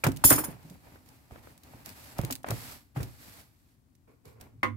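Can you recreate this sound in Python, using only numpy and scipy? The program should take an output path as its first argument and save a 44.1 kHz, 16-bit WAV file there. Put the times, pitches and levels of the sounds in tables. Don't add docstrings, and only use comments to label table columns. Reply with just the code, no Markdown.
import sys
import numpy as np
from scipy import signal
from scipy.fft import rfft, irfft
from scipy.io import wavfile

SR = 44100
rng = np.random.default_rng(int(sys.argv[2]) if len(sys.argv) > 2 else 0)


def materialize(psi):
    bounded = np.clip(np.atleast_2d(psi).T, -1, 1)
    quanta = np.round(bounded * 32767).astype(np.int16)
    wavfile.write(sys.argv[1], SR, quanta)


N = 210308
TIME = np.arange(N) / SR
AGE = TIME[:SR // 4]


def from_db(db):
    return 10 ** (np.asarray(db) / 20)


def unit_rms(x):
    return x / np.sqrt(np.mean(x ** 2) + 1e-20)


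def at_hz(points, hz):
    freqs, values = np.transpose(points)
    return np.interp(np.log(hz + 1e-9), np.log(freqs), values)


def highpass(x, hz, order=2):
    return signal.sosfilt(signal.butter(order, hz, "high", fs=SR, output="sos"), x + 1e-18)


def panned(x, pan_db):
    return x * from_db(np.array([[.5], [-.5]]) * pan_db)


def add(track, start_s, sound):
    part = track[..., max(round(start_s * SR), 0):][..., :len(AGE)]
    part += sound[..., :part.shape[-1]]


def drift(rate_hz):
    knots = rng.standard_normal(4000)
    return unit_rms(np.interp(TIME * rate_hz, np.arange(len(knots)), knots))


# freq_hz, correlation
STEREO_LIKENESS = [(60, 0.46), (130, 1), (290, 0.44), (640, 0.5), (1400, -0.25), (3100, .05),
                   (15000, 0.091)]


def noise(colour):
    hz = np.arange(N // 2 + 1) * SR / N
    mid, side = rfft(rng.standard_normal((2, N))) * from_db(at_hz(colour, hz))
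    alike = np.clip(at_hz(STEREO_LIKENESS, hz), -1, 1)
    spectrum = np.sqrt(1 + alike) * mid + np.sqrt(1 - alike) * side * [[1], [-1]]
    return unit_rms(irfft(spectrum, N))


def burst(decay_s, rise_s):
    shape = (1 - np.exp(-AGE / rise_s)) ** 2 * np.exp(-AGE / max(decay_s, 3e-4))
    return shape / shape.max()


def resonate(x, modes):
    out = 0
    for k, (hz, width_hz, db) in enumerate(modes):
        radius = np.exp(-np.pi * width_hz / SR)
        poles = [1, -2 * radius * np.cos(2 * np.pi * hz / SR), radius ** 2]
        gain = (-1) ** k * from_db(db) * (1 - radius ** 2) / 2
        out = out + gain * signal.lfilter([1, 0, -1], poles, x + 1e-18)
    return out


def grains(per_s, spread_db):
    born = rng.random((2, N)) < per_s / SR
    sizes = from_db(spread_db * np.minimum(rng.exponential(1, (2, N)), 4))
    return unit_rms(born * sizes * rng.choice([-1, 1], (2, N)))


def stray_contacts(per_s, decay_s):
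    hits = (rng.random(N) < per_s / SR) * rng.random(N)
    return signal.fftconvolve(hits, burst(decay_s, rise_s=0.00087))[:N]


def stroke(start_s, length_s, rise_share=0.31, release_db_per_s=190):
    age = TIME - start_s
    rise = np.clip(age / (rise_share * length_s), 0, 1)
    release = from_db(-release_db_per_s * np.maximum(age - length_s, 0))
    return np.sin(rise * np.pi / 2) ** 2 * release


def movements(rows):
    gains = (from_db(levels)[:, None] * stroke(start_s, length_s) for start_s, length_s, *levels in rows)
    return np.sqrt(sum(gain ** 2 for gain in gains))


# freq_hz, level_db
ROOM_TONE_COLOUR = [(20, -12.5), (45, 0), (130, -3.5), (190, -14), (270, -6.5), (440, -25), (1200, -30),
                    (3000, -38), (15000, -38.5)]


def room_tone():
    return panned(from_db(-65) * noise(ROOM_TONE_COLOUR), pan_db=4.5)


# freq_hz, t60_s
ROOM_DECAY = [(80, 0.58), (500, 0.21), (3000, 0.15), (14000, 0.17)]


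def room_reverb(send):
    age, tail = TIME[:SR // 2], 0
    for low_hz in 45 * 2 ** np.arange(9):
        octave = signal.butter(2, [low_hz, min(2 * low_hz, .45 * SR)], "band", fs=SR, output="sos")
        scatter = signal.sosfilt(octave, rng.standard_normal((2, len(age))))
        tail = tail + scatter * from_db(-60 * age / at_hz(ROOM_DECAY, low_hz * np.sqrt(2)))
    tail = unit_rms(tail * np.minimum(age / .006, 1)) / np.sqrt(len(age))
    return signal.fftconvolve(send, tail, axes=1)[:, :N]


# pitch_hz, width_hz, level_db
HOLLOW_MODES = [(438.5, 67, 13), (1090, 117, 2), (1360, 124, -3), (2310, 300, -5.5), (4473, 270, -21.5)]
# freq_hz, level_db
RUMBLE_COLOUR = [(20, -19.5), (45, -0.5), (65, 3.5), (120, -1), (190, -7), (270, -2), (380, -17.5),
                 (700, -45.5)]
# start_s, length_s, rub_db, drone_db
NUDGE_CUES = [(4.07, 0.032, -61.5, -66.5), (4.24, 0.061, -58, -53), (4.32, 0.14, -63.5, -60.5),
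              (4.5, 0.13, -76, -51.5)]


def nudged_object(drone_hz=108.6, drone_width_hz=31):
    rub_gain, drone_gain = movements(NUDGE_CUES)
    drone = unit_rms(resonate(noise(RUMBLE_COLOUR), [(drone_hz, drone_width_hz, 0)]))
    rub = unit_rms(resonate(grains(per_s=600, spread_db=-4), HOLLOW_MODES))
    return rub_gain * rub + drone_gain * drone


# pitch_hz, level_db, t60_s
KNOCK_MODES = [(102, -9, 1.5), (236, -4, .2), (293, -5, .14), (355, -8, .15), (506, -12, .18),
               (833, -14, .11), (1009, -1, .13), (1083, 0, .13), (1135, -4, .12), (1222, -1, .13),
               (1390, -2, .11), (1443, -6, .09), (1800, -9, .09), (1911, -4, .1), (2035, 2, .1),
               (2113, 1, .1), (2210, -2, .11), (2304, -7, .09), (2610, -11, .09), (3429, -27, .2)]


def knock(start_s=4.63, gain_db=-26.5):
    ringing, force = np.zeros((2, 2, N))
    for hz, db, t60_s in KNOCK_MODES:
        width = np.clip(1 - at_hz(STEREO_LIKENESS, hz), 0, 1)
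        phase = rng.uniform(-np.pi, np.pi, (2, 1)) * width
        swell = 1 - np.exp(-AGE * hz / 3.2)
        mode = from_db(db - 60 * AGE / t60_s) * swell * np.sin(2 * np.pi * hz * AGE + phase)
        pan_db = at_hz([(100, -9), (400, -12), (1300, -4), (2200, 2)], hz)
        add(ringing, start_s, panned(mode, pan_db))
    add(force, start_s, burst(decay_s=0.0077, rise_s=0.00073))
    crack = force * noise([(150, 2), (1000, -2.5), (2200, 2.5), (3500, -11), (7000, -24), (15000, -28.5)])
    return from_db(gain_db) * (ringing + from_db(3.5) * crack)


# pitch_hz, width_hz, level_db
METAL_MODES = [(3440, 80, -24), (4080, 30, -26), (4360, 30, -24), (4640, 25, -25), (4840, 25, -22),
               (5240, 42, -12), (5540, 30, -13), (6120, 35, -14), (6830, 50, -11), (7340, 65, -10),
               (8850, 45, -3), (9050, 75, -5), (10170, 60, -5), (11170, 32, 0), (11480, 32, -1),
               (11810, 65, 0), (12260, 85, -3), (12900, 150, -13), (13550, 42, 0), (14200, 70, -9),
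               (15340, 55, -2)]
# start_s, level_db, decay_s
SKID_CUES = [(0.237, -8, 0.0092), (0.239, -6.5, 0.039), (0.274, -14, 0.034), (0.296, -7, 0.0057),
             (0.315, -16, 0.035), (0.384, -16, 0.0034), (0.436, -23, 0.0063), (0.497, -44.5, 0.0092)]


def button_skids():
    pressure = np.zeros(N)
    for start_s, db, decay_s in SKID_CUES:
        add(pressure, start_s, from_db(db) * burst(decay_s, rise_s=0.0048))
    chatter = from_db(3.2 * drift(rate_hz=450))
    catches = pressure * chatter * grains(per_s=9000, spread_db=-4.5)
    ringing = sum(resonate(catches * from_db(6 + 0.47 * drift(rate_hz=45)), [m]) for m in METAL_MODES)
    scratch = from_db(-12) * highpass(catches, 9500, order=6)
    return panned(ringing + scratch, pan_db=-1.5)


# start_s, level_db, pan_db, decay_s
TICK_CUES = [(0.0388, -12.5, 3, 0.0063), (0.0675, -13.5, -3, 0.0032), (0.118, -29, -2, 0.0031),
             (0.162, -32.5, 0, 0.0045), (0.17, -26.5, -3, 0.0028), (0.241, -8, 0, 0.0037),
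             (0.698, -38, -2, 0.0051), (1.061, -48.5, -5, .003), (1.088, -41.5, -2, 0.0032),
             (1.5772, -41.5, -2, 0.0023), (1.634, -42, 0.5, 0.0064), (1.8593, -29.5, -10.5, .002),
             (1.892, -34, 9, .002), (2.1836, -26, 6, 0.0042), (2.214, -30, -4, .002),
             (2.249, -16.5, -2.5, 0.0013), (2.3076, -20.5, -2, 0.0071), (2.324, -19, 3, 0.0057),
             (2.3536, -21, -0.5, 0.0015), (2.36, -31.5, 3, 0.0017), (2.431, -41.5, -1, 0.0045),
             (2.487, -24.5, -2, .0015), (2.506, -17, 2.5, 0.0029), (3.0294, -27, -1, 0.005),
             (3.9513, -52, -13.5, .003), (4.254, -46, -10, 0.0034), (4.4106, -34.5, -4.5, 0.0034)]


def seam_ticks():
    force = np.zeros((2, N))
    for start_s, db, pan_db, decay_s in TICK_CUES:
        add(force, start_s, panned(from_db(db - 8.5) * burst(decay_s, rise_s=0.00024), pan_db))
    snaps = force * highpass(grains(per_s=31000, spread_db=8), 2100)
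    return snaps + from_db(-5) * resonate(snaps, METAL_MODES)


# freq_hz, level_db
RUSTLE_COLOUR = [(150, -17.5), (350, -3), (550, -1), (850, 0), (1300, -7), (2400, -9.5), (4000, -25),
                 (9000, -44)]
# freq_hz, level_db
HISS_COLOUR = [(500, -12), (1200, 2), (2200, 2), (3200, -2), (4500, 1), (6500, -4), (7800, -1), (9500, -4),
               (12500, 1.4), (15500, -6), (17000, -14)]
# time_s, level_db
HANDLING_BED = [(0.0, -65), (2.4, -72), (2.85, -78.5), (3.9, -86.5)]
# start_s, length_s, hiss_db, rustle_db
CLOTH_STROKES = [(0.03, 0.29, -65, -56.5), (0.28, 0.059, -38.5, -35), (0.44, 0.069, -59.5, -46.5),
                 (0.58, 0.16, -65, -62), (0.81, 0.14, -65.5, -59.5), (1.04, 0.12, -66.5, -66),
                 (1.29, 0.099, -64.5, -57), (1.41, 0.1, -62.5, -60), (1.6, 0.23, -62, -58.5),
                 (1.84, 0.066, -51, -53.5), (1.92, 0.21, -53.5, -56.5), (2.14, 0.14, -55.5, -47),
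                 (2.45, 0.067, -54, -45), (2.47, 0.26, -47, -54), (2.94, 0.1, -55, -50.5),
                 (3.05, 0.11, -59.5, -66), (3.15, 0.25, -54, -60.5), (3.42, 0.31, -73.5, -81),
                 (4.07, 0.05, -76.5, -72.5), (4.245, 0.042, -62.5, -70), (4.395, 0.032, -63, -55.5)]


def sliding_denim():
    bed_db = np.interp(TIME, *np.transpose(HANDLING_BED))
    weave, folds = np.hypot(movements(CLOTH_STROKES), from_db(bed_db))
    creases = from_db(1) * stray_contacts(per_s=13, decay_s=0.0035)
    folds = folds * (1 + creases)
    rumble_swing = (folds / from_db(-57.5)) ** 0.69
    rumble = from_db(-56) * rumble_swing * noise(RUMBLE_COLOUR)
    rustle = folds * from_db(-2 + 0.86 * drift(rate_hz=77)) * noise(RUSTLE_COLOUR)
    hiss = weave * from_db(-0.23 + drift(rate_hz=370)) * noise(HISS_COLOUR)
    catching = from_db(-10) + from_db(4.5) * stray_contacts(per_s=5, decay_s=0.002)
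    threads = weave * catching * highpass(grains(per_s=1100, spread_db=2), 2500)
    return rumble + rustle + panned(hiss + threads, pan_db=-1.5)


# start_s, level_db, puff_decay_s, pop_pitch_hz
FLAP_CUES = [(0.037, -18, 0.024, 2375), (0.065, -19, 0.0041, 400), (0.239, -13.5, 0.0047, 894),
             (0.306, -13.5, 0.0024, 1120), (0.312, -13, 0.019, 570), (0.381, -24, 0.019, 1130),
             (0.437, -32, 0.016, 907), (0.956, -49, 0.012, 458), (1.309, -43.5, 0.0022, 710),
             (1.358, -41.5, 0.0053, 536), (1.472, -43, 0.0031, 495), (1.736, -47.5, 0.006, 664),
             (2.189, -26, 0.0019, 680), (2.235, -33.5, 0.0018, 470), (2.302, -29.5, 0.0065, 670),
             (2.4435, -27.5, 0.0032, 714), (2.484, -30, 0.012, 544), (2.504, -32, 0.0063, 510),
             (2.513, -27, 0.0022, 620), (2.961, -35, 0.021, 760), (3.002, -36.5, 0.0088, 387)]


def denim_flaps():
    force, pops = np.zeros((2, 2, N))
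    for start_s, db, decay_s, hz in FLAP_CUES:
        phase = rng.normal(0, 1, (2, 1))
        pop = burst(decay_s=0.0017, rise_s=0.00079) * np.sin(2 * np.pi * hz * AGE + phase)
        add(pops, start_s, from_db(db) * pop)
        add(force, start_s, from_db(db) * burst(decay_s, rise_s=0.00054))
    puff = noise([(120, -19), (350, -1), (550, -7.5), (680, -6.5), (880, -2.5), (1600, -3.5),
                  (3000, -17), (4500, -29), (9000, -43)])
    return from_db(-6.5) * force * puff + from_db(-0.5) * pops


# pitch_hz, width_hz, level_db
TABLE_MODES = [(62.4, 27, -3), (81.8, 32, 0.5), (121, 47, 1), (151.8, 3.3, -5.5), (255.8, 26, -2.5),
               (303.9, 30, 2), (370, 54, -9.5), (582, 15, -17)]
# start_s, level_db, pan_db, pitch_hz, decay_s
THUMP_CUES = [(0.045, -28, -3, 118, 0.017), (0.067, -13.5, -2, 136, 0.0079),
              (0.082, -21.5, -4, 267, 0.0084), (0.123, -41, 1, 103, 0.015), (0.246, -21, -3, 281.5, 0.0073),
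              (0.248, -25.5, 19, 73.4, 0.0059), (0.306, -26, -21.5, 295, 0.0076),
              (0.315, -21.5, -5, 250, 0.007), (0.319, -22, -2, 117, .014), (0.341, -34, 5, 255, .012),
              (0.382, -30.5, -6.5, 307, 0.03), (0.483, -31.5, -6, 172, 0.0051),
              (0.533, -42, -2, 123, 0.012), (0.645, -44.5, 1, 160.6, 0.019), (0.706, -42, -3, 175.5, 0.02),
              (1.317, -38, -3, 74.9, 0.0091), (1.742, -41.5, -0.5, 84, 0.0073),
              (2.193, -17.5, -9, 131, 0.0013), (2.236, -25.5, -2.5, 119, 0.0053),
              (2.308, -33.5, 0, 262.3, 0.013), (2.5, -25.5, -4, 98, 0.0074), (2.519, -26, -1, 109.5, 0.015),
              (2.966, -26, 1, 132, 0.012), (3.002, -25, 0, 78, 0.0082), (3.022, -34.5, -3, 111, 0.02)]


def low_thumps():
    swings, envelope = np.zeros((2, 2, N))
    for start_s, db, pan_db, hz, decay_s in THUMP_CUES:
        force = panned(from_db(db) * burst(decay_s, rise_s=0.0024), pan_db)
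        add(swings, start_s, force * np.sin(2 * np.pi * hz * AGE))
        add(envelope, start_s, force)
    thud = envelope * noise([(30, -2.5), (300, -2), (600, -4), (1500, -29)])
    body = resonate(from_db(-12.5) * swings + from_db(-6) * thud, TABLE_MODES)
    return swings + from_db(-14) * thud + body


def scene():
    soft_hits = low_thumps() + denim_flaps()
    ticks, skids, rap = seam_ticks(), button_skids(), knock()
    send = from_db(-14.5) * soft_hits + from_db(-15) * ticks + from_db(-16.5) * skids + from_db(-6) * rap
    reverb = room_reverb(send)
    return room_tone() + sliding_denim() + nudged_object() + soft_hits + ticks + skids + rap + reverb


def record(dry):
    rounded = np.tanh(highpass(dry, hz=52))
    high_cut = signal.ellip(10, .2, 80, 15750, fs=SR, output="sos")
    return signal.sosfilt(high_cut, rounded)


dry = scene()
out = record(dry)
materialize(out)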